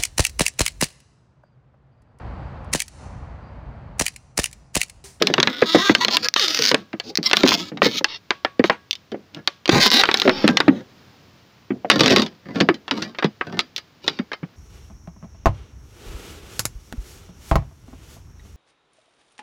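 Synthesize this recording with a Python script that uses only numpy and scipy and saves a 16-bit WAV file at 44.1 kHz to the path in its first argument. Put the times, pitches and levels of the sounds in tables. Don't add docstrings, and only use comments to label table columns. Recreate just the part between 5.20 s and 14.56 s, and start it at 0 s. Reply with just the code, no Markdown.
import sys
import numpy as np
from scipy import signal
from scipy.fft import rfft, irfft
from scipy.io import wavfile
from scipy.ndimage import map_coordinates

SR = 44100
rng = np.random.default_rng(int(sys.argv[2]) if len(sys.argv) > 2 else 0)


def file_out(sig):
    cols = np.atleast_2d(sig).T
    lim = np.clip(cols, -1, 1)
    pcm = np.round(lim * 32767).astype(np.int16)
    wavfile.write(sys.argv[1], SR, pcm)


N = 412776
TIME = np.arange(N) / SR
LIFE = np.arange(SR // 3) / SR
BLADES_OUT_S = 5.63
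STROKE_DB_PER_S = (2200, 1100)

# frequency in Hz, relative spectral level in dB.
CRACK = [(1300, -39), (2300, -4.5), (3600, -0.5), (5200, -7.5), (6500, -15.5), (8300, -32), (16000, -35.5)]
CLACK = [(150, -16.5), (350, 3), (700, -2), (1300, 0.5), (2000, 1), (3200, -12), (6000, -69)]
HOLLOW = [(40, -33.5), (100, -7.5), (220, 7), (450, -2.5), (800, -11.5), (2000, -64)]


def amp(db):
    return 10 ** (np.asarray(db) / 20)


def unit(x, size=None):
    return x / np.sqrt(np.mean(x[:size] ** 2) + 1e-20)


def curve(rows):
    return np.interp(TIME, *np.transpose(rows))


def wander(per_s):
    return map_coordinates(rng.standard_normal(N), [per_s * TIME], order=1)


def fade(t60):
    return np.exp(-np.log(1000) * LIFE / max(t60, 1e-3))


def gesture(s, length, rise, fall):
    return np.minimum(0, np.minimum(rise * (TIME - s), fall * (s + length - TIME)))


def response(points, size=2048):
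    hz, db = np.transpose(points)
    grid = np.fft.rfftfreq(size, 1 / SR)
    cepstrum = irfft(np.log(amp(np.interp(np.log(grid + 1), np.log(hz), db))))
    cepstrum[1:size // 2] *= 2
    cepstrum[size // 2 + 1:] = 0
    return irfft(np.exp(rfft(cepstrum)))


def through(x, ring):
    return signal.fftconvolve(x, ring)[:len(x)]


def add(track, s, sound):
    start = max(round(s * SR), 0)
    part = track[start:start + len(sound)]
    part += sound[:len(part)]


def shell(t60, front, tail_db, tail_t60, mode_hz, mode_share, count=3):
    waves = rng.standard_normal(len(LIFE)) * (fade(t60) + amp(tail_db) * fade(tail_t60))
    pitches = np.minimum(mode_hz * np.exp(.35 * rng.standard_normal((count, 1))), SR / 3)
    phases = rng.uniform(0, 2 * np.pi, (count, 1))
    modes = np.sin(2 * np.pi * pitches * LIFE + phases).sum(0) * fade(2 * t60)
    waves = waves / np.linalg.norm(waves) + mode_share * modes / np.linalg.norm(modes)
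    waves[0] += front
    return waves


def slips(rate, irregularity, size_db):
    rate = np.maximum(rate, 1)
    turns = np.cumsum(rate) / SR
    at = np.interp(np.arange(1, turns[-1]), turns, np.arange(N))
    loose = np.clip(irregularity[at.astype(int)], 0, 1)
    timing, size = rng.standard_normal((len(at), 2)).T
    at = np.clip(at + 0.33 * loose * timing * SR / rate[at.astype(int)], 0, N - 1)
    spread = (1 + size_db * loose) * np.log(10) / 20
    heights = np.exp(spread * np.clip(size, -2, 2) - spread ** 2)
    return np.bincount(np.round(at).astype(int), heights, N) * np.sqrt(SR / rate)


def wall(force, colour, t60, front, mode_hz=0, mode_share=0, count=80):
    out, ring = np.zeros(N), response(colour)
    hop = N // count
    for start in range(-hop, N, hop):
        first = max(start, 0)
        part = force[first:start + 2 * hop]
        if not part.any():
            continue
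        window = np.sin(np.pi * (np.arange(len(part)) + first - start) / (2 * hop))
        modes = shell(t60, front, tail_db=-35, tail_t60=0.11, mode_hz=mode_hz, mode_share=mode_share)
        modes = through(modes[:hop], ring)
        add(out, first / SR, signal.fftconvolve(part * window, modes / np.linalg.norm(modes)))
    return out


def facets():
    # frequency in Hz, mean level in dB, 60 dB decay time in seconds.
    modes = [(2400, -18.5, .08), (2970, -16, .1), (3860, -17, .07), (4600, -13, 0.1), (4890, -13, 0.12),
             (5530, -15, .06)]
    chance = rng.standard_normal((len(modes), 2))
    return sum(amp(db + 2.5 * louder) * fade(t60) * np.sin(2 * np.pi * hz * (1 + .012 * detune) * LIFE)
               for (hz, db, t60), (louder, detune) in zip(modes, chance))


def background_hiss():
    # frequency in Hz, relative spectral level in dB.
    spectrum = [(18, -40.5), (30, -27.5), (95, 3.5), (780, -12), (1160, -11.5), (1500, -13.5), (5170, -18),
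                (7090, -27.5), (8080, -38), (14800, -37), (16000, -31.5)]
    # time in seconds, level in dB.
    hiss_level = [(5.3, -53.5), (5.8, -48.5), (6.5, -52), (7.2, -52.5)]
    return amp(curve(hiss_level)) * unit(through(rng.standard_normal(N), response(spectrum)))


def crinkling():
    # start and length in seconds, relative levels of edge and sheet in dB.
    squeezes = [(6.723, .07, -24.5, -20.5), (6.792, 0.035, -16, -15), (6.864, .13, -18, -15),
                (6.989, 0.035, -28.5, -22), (7.273, 0.03, -47, -32.5), (7.353, 0.049, -35, -27),
                (7.722, 0.13, -32.5, -27.5), (8.23, 0.15, -45, -34.5), (8.844, 0.089, -35, -37)]
    levels = np.full((2, N), -120.)
    for s, length, edge_db, sheet_db in squeezes:
        grip_db = gesture(s, length, rise=700.5, fall=295)
        levels = np.maximum(levels, [edge_db + grip_db, sheet_db + grip_db])
    edge_db, sheet_db = levels
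    rate = 60 + 190 * np.abs(wander(30))
    pulses = slips(rate, np.ones(N), size_db=5.5)
    force = (pulses + 0.07 * rng.standard_normal(N)) * (TIME > BLADES_OUT_S)
    edge = wall(force * amp(edge_db - 5.5), CRACK, t60=0.036, front=0.33,
                mode_hz=4200, mode_share=0.24, count=300)
    modes = facets()
    ring = through(force * amp(edge_db - 11.5), modes / np.linalg.norm(modes))
    sheet = wall(force * amp(sheet_db - 7), CLACK, t60=0.051, front=0.16,
                 mode_hz=1341, mode_share=0.63, count=260)
    hollow = wall(force * amp(sheet_db + 2), HOLLOW, t60=0.11, front=0)
    return edge + ring + sheet + hollow


def pops_and_thump(count=7, sag_share=0.21, sag_s=.012):
    # start in seconds, level in dB, settled pitch in Hz, 60 dB decay time in seconds.
    pops = [(0.015, -14.5, 407, 0.13), (0.1, -18, 318.3, 0.099), (0.184, -16, 364.6, 0.098),
            (0.421, -9.5, 393, 0.077), (0.547, -5.5, 451, 0.081), (0.697, -7, 277.5, 0.068),
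            (1.389, -22, 484, 0.16), (1.513, -17.5, 467, 0.16), (1.542, -13, 500.5, .03),
            (1.737, -24, 308, 0.084), (1.985, -20.5, 282, 0.11), (2.236, -6.5, 350, 0.11),
            (2.518, -28, 285, 0.35), (2.621, -14, 347.5, 0.067), (2.658, -13, 450, 0.081),
            (2.809, -26.5, 487, 0.054), (3.395, -7.5, 432, 0.053), (3.443, -13, 319, 0.035),
            (3.496, -17.5, 451, 0.091), (3.919, -25.5, 439, 0.2), (3.943, -26.5, 482, 0.054),
            (4.491, -9, 336.5, 0.044), (4.529, -16.5, 108.4, .2), (4.551, -20, 203.4, 0.09),
            (5.052, -12.5, 370, 0.25), (5.076, -9, 486.5, .11), (5.241, -7.5, 279.3, 0.088),
            (5.29, -12, 232, 0.14), (5.48, -3, 265, 0.14), (6.505, -16, 250, 0.18),
            (6.646, -21, 638, 0.086), (7.359, -21.5, 227.6, 0.4), (7.409, -10, 263.4, 0.12),
            (7.489, -10.5, 338.5, 0.1), (7.716, -21, 255, 0.34), (8.045, -12, 210, 0.085),
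            (8.995, -18, 212, 0.062), (9.23, -24, 175, 0.081)]
    out, hollow, sheet = np.zeros(N), response(HOLLOW), response(CLACK)
    radiation = signal.butter(2, [150, 760], "band", fs=SR, output="sos")
    phase_per_hz = 2 * np.pi * (LIFE + sag_share * sag_s * (1 - np.exp(-LIFE / sag_s)))
    onset = SR // 50
    for s, db, hz, t60 in pops:
        detune, weights = rng.standard_normal((count, 2)).T
        main = np.sin(hz * phase_per_hz) * fade(t60)
        others = sum(weight * np.sin(hz * ratio * phase_per_hz) * fade(t60 / max(ratio, 1) ** 2)
                     for ratio, weight in zip(np.exp(.38 * detune), weights)) / np.sqrt(count)
        panel = signal.sosfilt(radiation, (main + 1.5 * others) * (1 - fade(0.002)))
        cavity = through(rng.standard_normal(len(LIFE)) * fade(1.55 * t60), hollow)
        crunch = through(rng.standard_normal(len(LIFE)) ** 3 * fade(.06), sheet)
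        pop = unit(panel, onset) + amp(-8) * unit(cavity, onset) + amp(-13.5) * unit(crunch, onset)
        add(out, s, amp(db) * unit(pop, onset))
    return out


def running_crease(crack, count=4):
    out = crack.copy()
    for delay, size in rng.random((count, 2)):
        add(out, .002 + .016 * delay, amp(-11.5) * size * crack)
    return out


def snapping(held_t60=0.025, free_t60=0.031, full_snap_db=-16.5, db_per_doubling=21.5):
    # start in seconds, relative levels of crack and clack in dB.
    snaps = [(0.023, -13, -17.5), (0.071, -13, -21.5), (0.139, -13, -16), (0.181, -23.5, -12.5),
             (0.201, -14.5, -15.5), (0.229, -11, -14.5), (0.273, -16, -12.5), (0.418, -25, -30.5),
             (0.424, -29.5, -11), (0.55, -40.5, -16.5), (0.695, -25, -11), (0.75, -11, -12),
             (0.848, -12, -19.5), (0.883, -17, -18.5), (0.969, -10, -19.5), (1.162, -16.5, -16),
             (1.515, -16, -14.5), (1.545, -13.5, -12), (1.73, -38.5, -31.5), (1.799, -23.5, -28.5),
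             (2.113, -18, -19.5), (2.132, -10.5, -9), (2.169, -10.5, -19.5), (2.234, -16.5, -17),
             (2.262, -29, -16.5), (2.319, -31.5, -13), (2.573, -35, -31.5), (2.619, -25, -6.5),
             (2.656, -20, -23), (2.844, -13, -13.5), (3.106, -17, -13.5), (3.248, -19.5, -12.5),
             (3.394, -32, -29), (3.44, -23, -15.5), (3.498, -18, -8), (3.71, -16.5, -63.5),
             (3.73, -23.5, -44.5), (3.754, -33.5, -55), (3.918, -39.5, -44.5), (4.147, -34.5, -46.5),
             (4.275, -13.5, -18), (4.457, -23, -29.5), (4.478, -24, -26), (4.493, -13.5, -13.5),
             (4.662, -24.5, -13.5), (4.813, -17.5, -22.5), (4.836, -15.5, -8.5), (4.855, -21, -21),
             (4.889, -27.5, -10), (4.914, -18, -19.5), (4.942, -11, -15.5), (4.999, -17.5, -43),
             (5.018, -14, -19.5), (5.077, -22, -12), (5.094, -18.5, -10), (5.278, -13.5, -11.5),
             (5.288, -20.5, -19.5), (5.371, -11, -13.5), (5.403, -15, -10), (5.481, -25.5, -16.5),
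             (6.7, -9, -5.5), (6.715, -15, -15), (6.797, -18, -27), (6.807, -12.5, -15.5),
             (6.835, -20, -22), (6.86, -14, -14), (6.88, -15.5, -18), (6.906, -18, -20),
             (6.921, -19, -20.5), (6.962, -11.5, -14.5), (6.983, -19.5, -22), (7.02, -19, -24.5),
             (7.063, -30.5, -34), (7.358, -35, -35), (7.403, -18, -16.5), (7.409, -18, -16.5),
             (7.488, -26.5, -8.5), (7.543, -35.5, -39.5), (7.68, -31.5, -27.5), (7.711, -18.5, -17.5),
             (7.824, -25, -28.5), (7.948, -45, -37.5), (7.986, -28.5, -22.5), (8.025, -30, -16.5),
             (8.044, -24, -20), (8.211, -37.5, -16), (8.392, -15.5, -17.5), (8.563, -23, -42),
             (8.58, -28, -34.5), (8.879, -14.5, -17), (8.989, -33.5, -28), (9.117, -35, -23),
             (9.132, -32, -26)]
    # frequency in Hz, relative level in dB, 60 dB decay time in seconds.
    blades = [(1123, -29.5, .4), (1640, -34, 0.45), (8300, -58, .4)]
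    out, bright, dull = np.zeros(N), response(CRACK), response(CLACK)
    for s, crack_db, clack_db in snaps:
        held = s < BLADES_OUT_S
        weakness_db = max(full_snap_db - max(crack_db, clack_db), 0)
        t60 = (held_t60 if held else free_t60) * 2 ** (weakness_db / db_per_doubling)
        quick = 2 ** np.clip((crack_db - clack_db) / 9, -1.4, 1)
        crack = shell(t60 * 0.6, front=0.56 * quick, tail_db=-31.5, tail_t60=0.27,
                      mode_hz=3400 * np.sqrt(quick), mode_share=0.34)
        clack = shell(t60 * 1.29, front=0.33, tail_db=-23.5, tail_t60=0.18,
                      mode_hz=1275.7, mode_share=0.15)
        lowpass = signal.butter(2, min(8500 * quick, SR * .45), fs=SR, output="sos")
        crack = unit(through(signal.sosfilt(lowpass, crack), bright), size=SR // 100)
        clack = unit(through(clack, dull), size=SR // 100)
        if held:
            clack += sum(amp(db + rng.normal(0, 2)) * fade(life) * np.sin(2 * np.pi * hz * LIFE)
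                         for hz, db, life in blades)
        else:
            crack = running_crease(crack) + facets()
        add(out, s, amp(crack_db + 1) * crack + amp(clack_db - 0.6) * clack)
    return out


def rubbing():
    # start and length in seconds, level in dB.
    rubs = [(2.884, 0.077, -32), (5.111, 0.14, -30.5), (8.894, 0.08, -45.5)]
    # frequency in Hz, relative spectral level in dB.
    spectrum = [(1200, -11), (2400, -4), (4500, -1.5), (5600, -5), (6300, -24.5), (7500, -47), (16000, -46)]
    level_db = np.max([db + gesture(s, length, *STROKE_DB_PER_S) for s, length, db in rubs], axis=0)
    pulses = slips(rate=np.full(N, 900.), irregularity=np.full(N, .6), size_db=4.5)
    return wall(pulses * amp(level_db), spectrum, t60=0.021, front=.2, mode_hz=4550, mode_share=.3)


def squeaking():
    hz = 5300 * (1 + .025 * wander(700))
    note = np.sin(2 * np.pi * np.cumsum(hz) / SR)
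    return unit(note) * amp(-10 + gesture(s=2.061, length=.006, rise=6000, fall=2000))


def ticking():
    # start in seconds, relative level in dB.
    ticks = [(1.046, -4), (1.0857, 1), (1.14, 0), (1.1965, 0.5), (1.2246, -6), (1.282, 0), (1.347, -0.5),
             (1.374, -7), (1.3905, -1.5), (1.423, 2), (1.4408, -2.5), (1.453, 2), (1.462, 1.5),
             (1.473, -0.5), (1.4821, -4.5), (1.492, 1.5), (1.955, -4), (1.9738, 2), (2.0301, -9),
             (2.291, -8), (4.678, -5), (4.7035, -2), (4.973, -5.5), (4.9991, -3)]
    # frequency in Hz, relative spectral level in dB.
    spectrum = [(400, -24), (1300, -5.5), (2100, 1), (3200, -4.5), (4600, 9), (6000, 2), (8300, -28),
                (16000, -26)]
    out, thin = np.zeros(N), response(spectrum)
    for s, db in ticks:
        tick = shell(.012, front=1.5, tail_db=-34, tail_t60=.12, mode_hz=4800, mode_share=.15)
        add(out, s, amp(db - 15.5) * unit(through(tick, thin), size=SR // 100))
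    return out


def flap(force, t60=0.003):
    # time in seconds, resonant frequency in Hz.
    tuning = [(.55, 3470), (.85, 4400), (1.5, 4996), (2.6, 4730), (4.62, 3861), (4.78, 3508)]
    carrier = np.exp(2j * np.pi * np.cumsum(curve(tuning)) / SR)
    pole = fade(t60)[1]
    return 2 * np.real(carrier * signal.lfilter([1 - pole], [1, -pole], force / carrier))


def strokes(jerks_per_s=70, jerk_db=2, jerk_rate_share=.05):
    # start and length in seconds, relative levels of edge and sheet in dB, swell in dB,
    # slips per second at the start and at the end, irregularity from 0 to 1.
    pushes = [(0, 0.34, -42, -40.5, 4, 253, 228, 0.7), (0.299, 0.16, -36, -38.5, -0.5, 217, 327, 0.32),
              (.46, 0.089, -25, -32, 7, 330, 320, 0.2), (.55, 0.17, -26, -25.5, -4, 345, 470, 0.07),
              (0.742, 0.27, -37.5, -43.5, -4, 315, 387, 0.67), (0.81, 0.027, -20.5, -19, 0, 994, 926, 0.13),
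              (0.906, 0.042, -21.5, -28, 6, 515, 326, 0.2), (1.031, 0.031, -25, -26, 0, 494, 530, 0.16),
              (1.166, 0.095, -20, -27.5, -0.5, 617, 327, 0.08),
              (1.279, 0.23, -23, -31.5, 1, 335, 247, 0.19), (1.51, 0.11, -45.5, -45, -17, 175, 620, 0.65),
              (1.84, 0.063, -42, -59, 6, 758, 870, 1), (2.037, 0.063, -27, -36.5, 0.5, 173, 129, 0.3),
              (2.061, .01, -17.5, -28, 0, 1030, 1005, 0.2), (2.139, 0.084, -29, -35, 7, 192, 246, 0.47),
              (2.256, 0.093, -18.5, -28, 0, 143, 172, 0.4), (2.377, .12, -34, -42.5, -16, 133, 260, 0.5),
              (2.631, 0.04, -20.5, -24, 1, 205, 276, .35), (2.69, 0.08, -27.5, -38, 3.5, 111, 136, 0.5),
              (2.77, 0.017, -22.5, -40, 1, 930, 650, 0.18), (3.447, 0.028, -33, -47, -0.5, 810, 610, 0.56),
              (3.514, 0.039, -50.5, -38.5, -8.5, 500, 470, 0.1),
              (4.14, 0.058, -58.5, -46.5, -2, 184, 220, 0.6),
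              (4.514, 0.076, -19.5, -19, -1, 423, 513, 0.54), (4.601, 0.073, -14, -21, 3, 625, 156, 0.2),
              (4.713, .098, -13.5, -19, 0.5, 150, 450, 0.2), (4.83, .27, -34.5, -36, -2, 447, 480, 0.47),
              (5.11, 0.2, -41.5, -34.5, 9.5, 500, 570, 0.5), (5.331, .28, -50, -44.5, -6.5, 380, 450, 0.75)]
    rate, loose = np.ones((2, N))
    edge, sheet = np.full((2, N), -120.)
    for s, length, edge_db, sheet_db, swell_db, first_rate, last_rate, irregularity in pushes:
        progress = np.clip((TIME - s) / length, 0, 1)
        push_db = gesture(s, length, *STROKE_DB_PER_S) + swell_db * (progress - .5)
        hardest = edge_db + push_db > edge
        rate[hardest] = first_rate + (last_rate - first_rate) * progress[hardest]
        loose[hardest] = irregularity
        edge[hardest] = edge_db + push_db[hardest]
        sheet[hardest] = sheet_db + push_db[hardest]
    jerk = wander(jerks_per_s)
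    return rate * np.exp(-jerk_rate_share * jerk), loose, edge + jerk_db * jerk, sheet + jerk_db * jerk


def cutting():
    # frequency in Hz, relative spectral level in dB.
    edge_spectrum = [(1400, -28.5), (2200, -6), (2900, -3.5), (3800, 1), (5200, -3.5), (6500, -10.5),
                     (8300, -28.5), (16000, -30)]
    rate, irregularity, edge_db, sheet_db = strokes()
    sliding = np.clip(1.4 * irregularity ** 2, 0, 1)
    pulses = slips(rate, irregularity, size_db=10.5)
    force = np.sqrt(1 - sliding) * pulses + np.sqrt(sliding) * rng.standard_normal(N)
    force *= TIME < BLADES_OUT_S
    bite = (force + amp(-3) * flap(force)) * amp(edge_db - 1.2)
    edge = wall(bite, edge_spectrum, t60=.011, front=1.1, mode_hz=4400, mode_share=.15)
    sheet = wall(force * amp(sheet_db + 1.5), CLACK, t60=0.041, front=0.3, mode_hz=1390, mode_share=0.38)
    hollow = wall(force * amp(sheet_db - 11 + 34 * irregularity), HOLLOW, t60=0.1, front=0)
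    return edge + sheet + hollow


def scene():
    scissors = cutting() + ticking() + rubbing() + squeaking()
    bottle = crinkling() + snapping() + pops_and_thump()
    return (scissors + bottle + background_hiss())[None]


def record(dry, top_hz=16400):
    # frequency in Hz, gain in dB.
    microphone = [(13500, -2), (15200, 8.5), (15800, -13.5)]
    lifted = through(dry[0], response(microphone))
    clipped = lifted / (1 + np.abs(lifted) ** 8) ** (1 / 8)
    passband = np.fft.rfftfreq(N, 1 / SR) < top_hz
    return irfft(rfft(clipped) * passband, N)[None]


dry = scene()
out = record(dry)
file_out(out)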